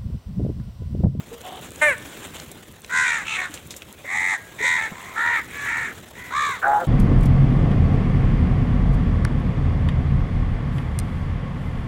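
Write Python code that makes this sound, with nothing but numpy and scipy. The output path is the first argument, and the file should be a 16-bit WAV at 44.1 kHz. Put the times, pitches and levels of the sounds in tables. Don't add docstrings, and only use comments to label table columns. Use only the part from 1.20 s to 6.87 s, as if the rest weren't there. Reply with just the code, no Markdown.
import sys
import numpy as np
from scipy import signal
from scipy.fft import rfft, irfft
from scipy.io import wavfile
from scipy.ndimage import uniform_filter1d

SR = 44100
rng = np.random.default_rng(int(sys.argv[2]) if len(sys.argv) > 2 else 0)


def generate_wav(signal):
    frames = np.transpose(np.atleast_2d(signal))
    scaled = np.clip(frames, -1, 1) * 32767
    pcm = np.round(scaled).astype(np.int16)
    wavfile.write(sys.argv[1], SR, pcm)


N = 250047

# (frequency [Hz], level [dB])
TOWN_TONE = [(20, -27), (75, -7.5), (479, -14), (888, -20.5), (3620, -23), (4530, -29), (14700, -31),
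             (16500, -24)]
# (time [s], rustle level [dB], rumble level [dB])
BACKGROUND_LEVELS = [(0, -1, 0.5), (.8, 3, 2.5), (1.25, 1, 2), (1.45, -2.5, 0.5), (2.75, -1.5, 0.5),
                     (3.8, 1.5, -0.5), (4.4, 1.5, 3.5), (4.85, -1, 2.5), (5.67, 1.5, 1.5)]
# (time [s], level [dB], pitch [Hz], time to fade by 60 dB [s])
LANDINGS = [(.113, -28.5, 461, 0.21), (0.442, -27.5, 145, 0.052), (2.295, -26, 296, 0.063),
            (2.843, -22.5, 560, 0.04), (3.402, -20, 425, 0.09), (3.435, -26, 534, 0.12),
            (3.717, -18.5, 181, 0.047)]
# (time [s], level [dB], centre frequency [Hz], time for the tail to fade by 60 dB [s])
BEAK_AND_CLAW_HITS = [(.2154, -24, 9000, .006), (.413, -30, 14500, .04), (1.1677, -25, 3300, .02),
                      (1.1997, -23, 4500, .02), (1.3159, -24, 9000, .04), (1.6462, -26, 3000, .02),
                      (2.3406, -22, 6000, .09), (2.3755, -25, 2400, .03), (2.4733, -26, 13000, .015),
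                      (2.5072, -22, 5000, .12), (2.541, -28, 1900, .015), (2.5653, -21, 8000, .08),
                      (2.6209, -23, 2500, .03), (2.7272, -22, 12000, .008), (4.4478, -30, 8000, .06)]
# (windpipe resonance [Hz], windpipe level [dB], ring level [dB], hiss level [dB],
#         optional hiss frequency [Hz])
CAW_PARTS = [ ((42, .04, .6, .45), (.222, .2, .035, .06, -35, -9), (376, .07, .07), (3040, .08, 900),
             (729, 9, -26, -30.5)), ((80, .008, 0, .22), (.611, .146, .012, .135, -14.5, -3),
             (302, .01, .34, -60), (1820, .12, 1250), (590, -5, -30, -25, 9000)), ((82, .055, .3, .17),
             (1.69, .22, .09, .13, -18.5, -1.5), (512, .06, .08), (1680, .01, 1150), (900, -19, -20, -22)),
             ((84, .04, .25, .37), (1.83, .25, .06, .2, -19.5, -10), (475, -.02, .4), (1950, -.1, 1500),
             (986, -22, -19, -20.5)), ((71, .035, .2, .39), (2.04, .145, .05, .04, -30, 5), (440, -.03, .1),
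             (2550, -.05, 950), (1236, -9, -13, -21.5)), ((71, .035, .25, .39),
             (2.15, .15, .05, .08, -21.5, -12), (370, -.04, .15), (2100, -.2, 1000), (1000, -11, -16, -24)),
             ((87, .08, .3, .21), (2.835, .345, .13, .07, -25, 3), (440, .3, .5), (2030, -.02, 560),
             (980, -14, -25, -28, 7300)), ((80, .005, 0, .3), (3.17, .22, .012, .025, -45.5, -14),
             (545, 0, 0), (1630, 0, 400), (1101, -22, -30, -31.5)), ((78, .065, .3, .22),
             (3.38, .235, .09, .07, -17.5, -5), (500, .07, .04), (2020, -.02, 620), (950, -17, -20, -28)),
             ((75, .04, .3, .35), (3.565, .145, .03, .09, -23.5, -5), (445, -.03, .1), (1950, 0, 750),
             (950, -12, -21, -28)), ((80, .05, .3, .5), (3.7, .28, .03, .025, -41, 1.5), (519, .015, 0),
             (2000, .05, 600), (1050, -2.2, -20, -21.5)), ((75, .05, .2, .33),
             (3.95, .28, .04, .12, -23, 3.5), (474, .09, .3), (1600, .3, 850), (1151, -7.5, -23, -33)),
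             ((70, .02, .2, .4), (4.27, .24, .18, .06, -30, .3), (570, .03, .04), (2000, -.08, 800),
             (1194, -17, -22, -26)), ((67, .045, .2, .42), (4.43, .31, .08, .2, -24.5, -1.5),
             (462, .03, .18), (1970, -.06, 800), (1193, -12, -26, -30)), ((75, .04, .2, .38),
             (4.93, .24, .07, .045, -40.5, .2), (500, .04, .06), (1950, 0, 892), (980, -11.5, -23, -27.5)),
             ((72.5, .055, .35, .17), (5.1, .305, .09, .21, -19.5, -6), (592, .36, .4), (1950, .15, 800),
             (1270, 8.5, -8, -20, 6700)), ((75, .03, .6, .5), (5.415, .07, .02, .04, -21, -3),
             (500, .02, .05), (1530, -.05, 500), (900, -9, -35, -50)), ((64.5, .005, .2, .3),
             (5.428, .178, .07, .06, -16, -2), (139, .08, .01), (720, .19, 230), (1400, -16, -48, -61)),
             ((64.5, .01, .2, .34), (5.588, .075, .025, .05, -24, -3), (175, 0, .2), (760, -.35, 380),
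             (1400, -9, -48, -61)), ]
# (time of the middle [s], level [dB], length [s])
AIR_PUFFS = [(0.451, -42, 0.047), (0.604, -41, 0.025), (0.936, -44.5, 0.11), (1.048, -36.5, 0.045),
             (1.158, -38, 0.037), (2.35, -45.5, 0.14)]
# (frequency [Hz], level [dB])
AIR_TONE = [(120, -40), (200, 0), (2380, -2.5), (3250, -0.5), (4770, -17), (7270, -6), (16000, -16.5)]
# (frequency [Hz], gain [dB])
MIC_TONE = [(3800, 1), (5000, -4), (7200, 3.5), (9500, -2.5)]


def gain_of(db):
    return 10 ** (np.asarray(db) / 20)


def unit_level(x):
    return x / np.sqrt(np.mean(abs(x) ** 2) + 1e-20)


def level_at(tone, hz):
    f, db = np.transpose(tone)
    return np.interp(np.log(hz + 1), np.log(f + 1), db)


def coloured(x, db_at):
    return irfft(rfft(x) * gain_of(db_at(np.fft.rfftfreq(len(x), 1 / SR))), len(x))


def add(mix, start, sound):
    part = mix[round(start * SR):][:len(sound)]
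    part += sound[:len(part)]


def wander(shape, span):
    *rows, size = np.atleast_1d(shape)
    step = max(span // 3, 1)
    coarse = rng.standard_normal((*rows, size // step + 1))
    steps = np.repeat(coarse, step, -1)[..., :size]
    return unit_level(uniform_filter1d(steps, span))


def resonance(f, hz, width_hz, db):
    return gain_of(db) / (1 + (2 * (f - hz) / width_hz) ** 2) ** 2


def town(rustle_db, rumble_db, level_db=-46.8):
    frames = N // 128 + 5
    hz = np.fft.rfftfreq(512, 1 / SR)
    real, imaginary, patches = rng.standard_normal((frames, len(hz), 3)).T
    patches = uniform_filter1d(patches, 4, axis=0)
    patches = unit_level(uniform_filter1d(patches, 14, axis=1))
    above_bass = np.clip(np.log2(hz / 150 + 1e-9) / 2.5, 0, 1)[:, None]
    rustle, rumble = (np.pad(db[::128], (0, 5), "edge")[:frames] for db in (rustle_db, rumble_db))
    flicker_db = 2.46 * wander(frames, 4)
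    swell_db = 2.2 * patches + above_bass * (rustle + flicker_db) + (1.5 - above_bass) * rumble
    slices = (real + 1j * imaginary) * gain_of(swell_db)
    noise = signal.istft(slices, nperseg=512, noverlap=384)[1][:N]
    noise /= np.median(abs(noise))
    tone = unit_level(gain_of(level_at(TOWN_TONE, np.fft.rfftfreq(N, 1 / SR))))
    return gain_of(level_db) * irfft(rfft(noise) * tone, N)


def patter(taps_per_s=130, level_db=-55.5):
    out, t = np.zeros(N), np.arange(300) / SR
    strength = gain_of(4.5 * np.minimum(rng.exponential(1, N), 3.5))
    hits = strength * (rng.random(N) < taps_per_s / SR)
    pitch_choice = rng.integers(0, 12, N)
    for choice, hz in enumerate(np.geomspace(8000, 16000, num=12)):
        ping = np.sin(2 * np.pi * hz * t) * np.exp(-t * hz / 1.6)
        out += signal.oaconvolve(hits * (pitch_choice == choice), ping)[:N]
    return gain_of(level_db) * unit_level(out)


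def landing_thumps(rise_s=.0089):
    out, t = np.zeros(N), np.arange(8000) / SR
    for start, db, hz, fade_s in LANDINGS:
        pitch = hz * (1 + .05 * wander(len(t), 100))
        ring = np.sin(2 * np.pi * np.cumsum(pitch) / SR) * (1 + .4 * wander(len(t), 40))
        loudness = gain_of(db - 60 * t / fade_s) * (1 - np.exp(-t / rise_s))
        add(out, start, loudness * ring)
    return out


def beak_and_claw_ticks(click_s=.004):
    out, t = np.zeros(N), np.arange(3000) / SR
    lead = 40
    for start, db, hz, tail_s in BEAK_AND_CLAW_HITS:
        fade = gain_of(-60 * t / click_s) + .55 * gain_of(-60 * t / tail_s)
        burst = np.roll(rng.standard_normal(len(t)) * fade, lead)
        burst = coloured(burst, lambda f: -6.5 * np.log2((f + 1) / hz) ** 2)
        add(out, start - lead / SR, gain_of(db) * burst / abs(burst).max())
    return out


def throat_gains(f, ending, pipe_hz, pipe_db, ring_db, hiss_db, hiss_hz=7000):
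    windpipe = resonance(f, pipe_hz, width_hz=810, db=pipe_db - 7 * ending ** 2)
    ring = resonance(f, hz=3700, width_hz=1050, db=ring_db)
    hiss = resonance(f, hiss_hz, width_hz=6400, db=hiss_db)
    return windpipe + ring + hiss


def rough_harmonics(number, pitch, roughness):
    blur = np.clip(2 * roughness ** 2 * (1.3 + (number * pitch / 4200) ** 2), 0, 1)
    phase = number * 2 * np.pi * np.cumsum(pitch) / SR + .45 * number ** 2
    wobble_a, wobble_b = wander((2, *phase.shape), 70) / np.sqrt(2)
    noisy = wobble_a * np.cos(phase) + wobble_b * np.sin(phase)
    return np.sqrt(1 - blur ** 2) * np.cos(phase) + blur * noisy


def caw(voice, breath, tune, beak, throat):
    flutter_hz, swing, throb, roughness = voice
    start, length, fade_in, fade_out, level_db, drift_db = breath
    main_hz, scoop, fall, odd_db = (*tune, 0)[:4]
    beak_hz, glide, beak_width_hz = beak
    t = np.arange(0, length, 1 / SR)
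    opening = np.clip(1 - t / fade_in, 0, 1)
    ending = np.clip(1 - (length - t) / fade_out, 0, 1)
    effort_db = level_db - 20.5 * opening ** 2 + drift_db * t / length - 22 * ending ** 3.8
    roughness = roughness + .012 * (effort_db.max() - effort_db)

    slide = scoop * np.clip(1 - t / (length - fade_out), 0, 1) ** 3
    droop = 1 - fall * ending ** 2.8
    pitch = main_hz * (droop - slide)
    number = np.arange(1, 13000 // pitch.max() + 1)[:50, None]
    flutter_rate = flutter_hz * (1 + .4 * roughness * wander(len(t), 500))
    flutter_phase = 2 * np.pi * np.cumsum(flutter_rate) / SR
    flutter = np.sin(flutter_phase) + .3 * np.sin(2 * flutter_phase)
    pitch *= 1 + swing * flutter + .024 * roughness * wander(len(t), 200)

    harmonic_hz = number * pitch
    beak_hz = beak_hz * (1 + glide * t / length) * droop ** .35
    gains = throat_gains(harmonic_hz, ending, *throat)
    gains += resonance(harmonic_hz, beak_hz, beak_width_hz, db=0)
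    gains[::2] *= gain_of(odd_db * ending ** 2)
    gains *= gain_of(2 * wander(gains.shape, 880))
    gains[0] *= gain_of(-16)
    sound = (gains * rough_harmonics(number, pitch, roughness)).sum(0)

    throb = throb * (1 - ending) * (1 + 2 * roughness * wander(len(t), 700))
    sound *= 1 + throb * np.cos(flutter_phase + .85)
    power = uniform_filter1d((gains ** 2).sum(0) / 2, 500) * (1 + throb ** 2 / 2)
    sound *= gain_of(effort_db) / np.sqrt(power)
    return start, sound * signal.windows.tukey(len(t), .08)


def air_puffs():
    t = np.arange(N) / SR
    swell = sum(gain_of(db) * np.exp(-(2 * (t - middle) / length) ** 2)
                for middle, db, length in AIR_PUFFS)
    air = unit_level(coloured(rng.standard_normal(N), lambda f: level_at(AIR_TONE, f)))
    lumps = gain_of(1.12 * wander(N, 80))
    return swell * air * lumps


def roof_echoes(sound, echo_db=-18, fade_s=.5):
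    echoes = np.zeros(SR // 2)
    slots = np.arange(200, len(echoes) - 20, 20)
    delays = slots + rng.integers(0, 20, len(slots))
    echoes[delays] = rng.choice([-1., 1.], len(slots)) * gain_of(-60 * slots / SR / fade_s)
    echoes /= np.linalg.norm(echoes)
    return sound + gain_of(echo_db) * signal.fftconvolve(sound, echoes)[:N]


def scene():
    times, *levels = np.transpose(BACKGROUND_LEVELS)
    rustle_db, rumble_db = (np.interp(np.arange(N) / SR, times, db) for db in levels)
    background = town(rustle_db, rumble_db) + gain_of(rustle_db) * patter()
    crows = landing_thumps() + beak_and_claw_ticks()
    for part in CAW_PARTS:
        add(crows, *caw(*part))
    return (background + roof_echoes(crows) + air_puffs())[None]


def record(dry):
    heard = coloured(dry[0], lambda f: level_at(MIC_TONE, f))
    low_pass = signal.firwin(511, cutoff=15900, window=("kaiser", 9), fs=SR)
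    return signal.oaconvolve(heard, low_pass, "same")[None]


dry = scene()
out = record(dry)
generate_wav(out)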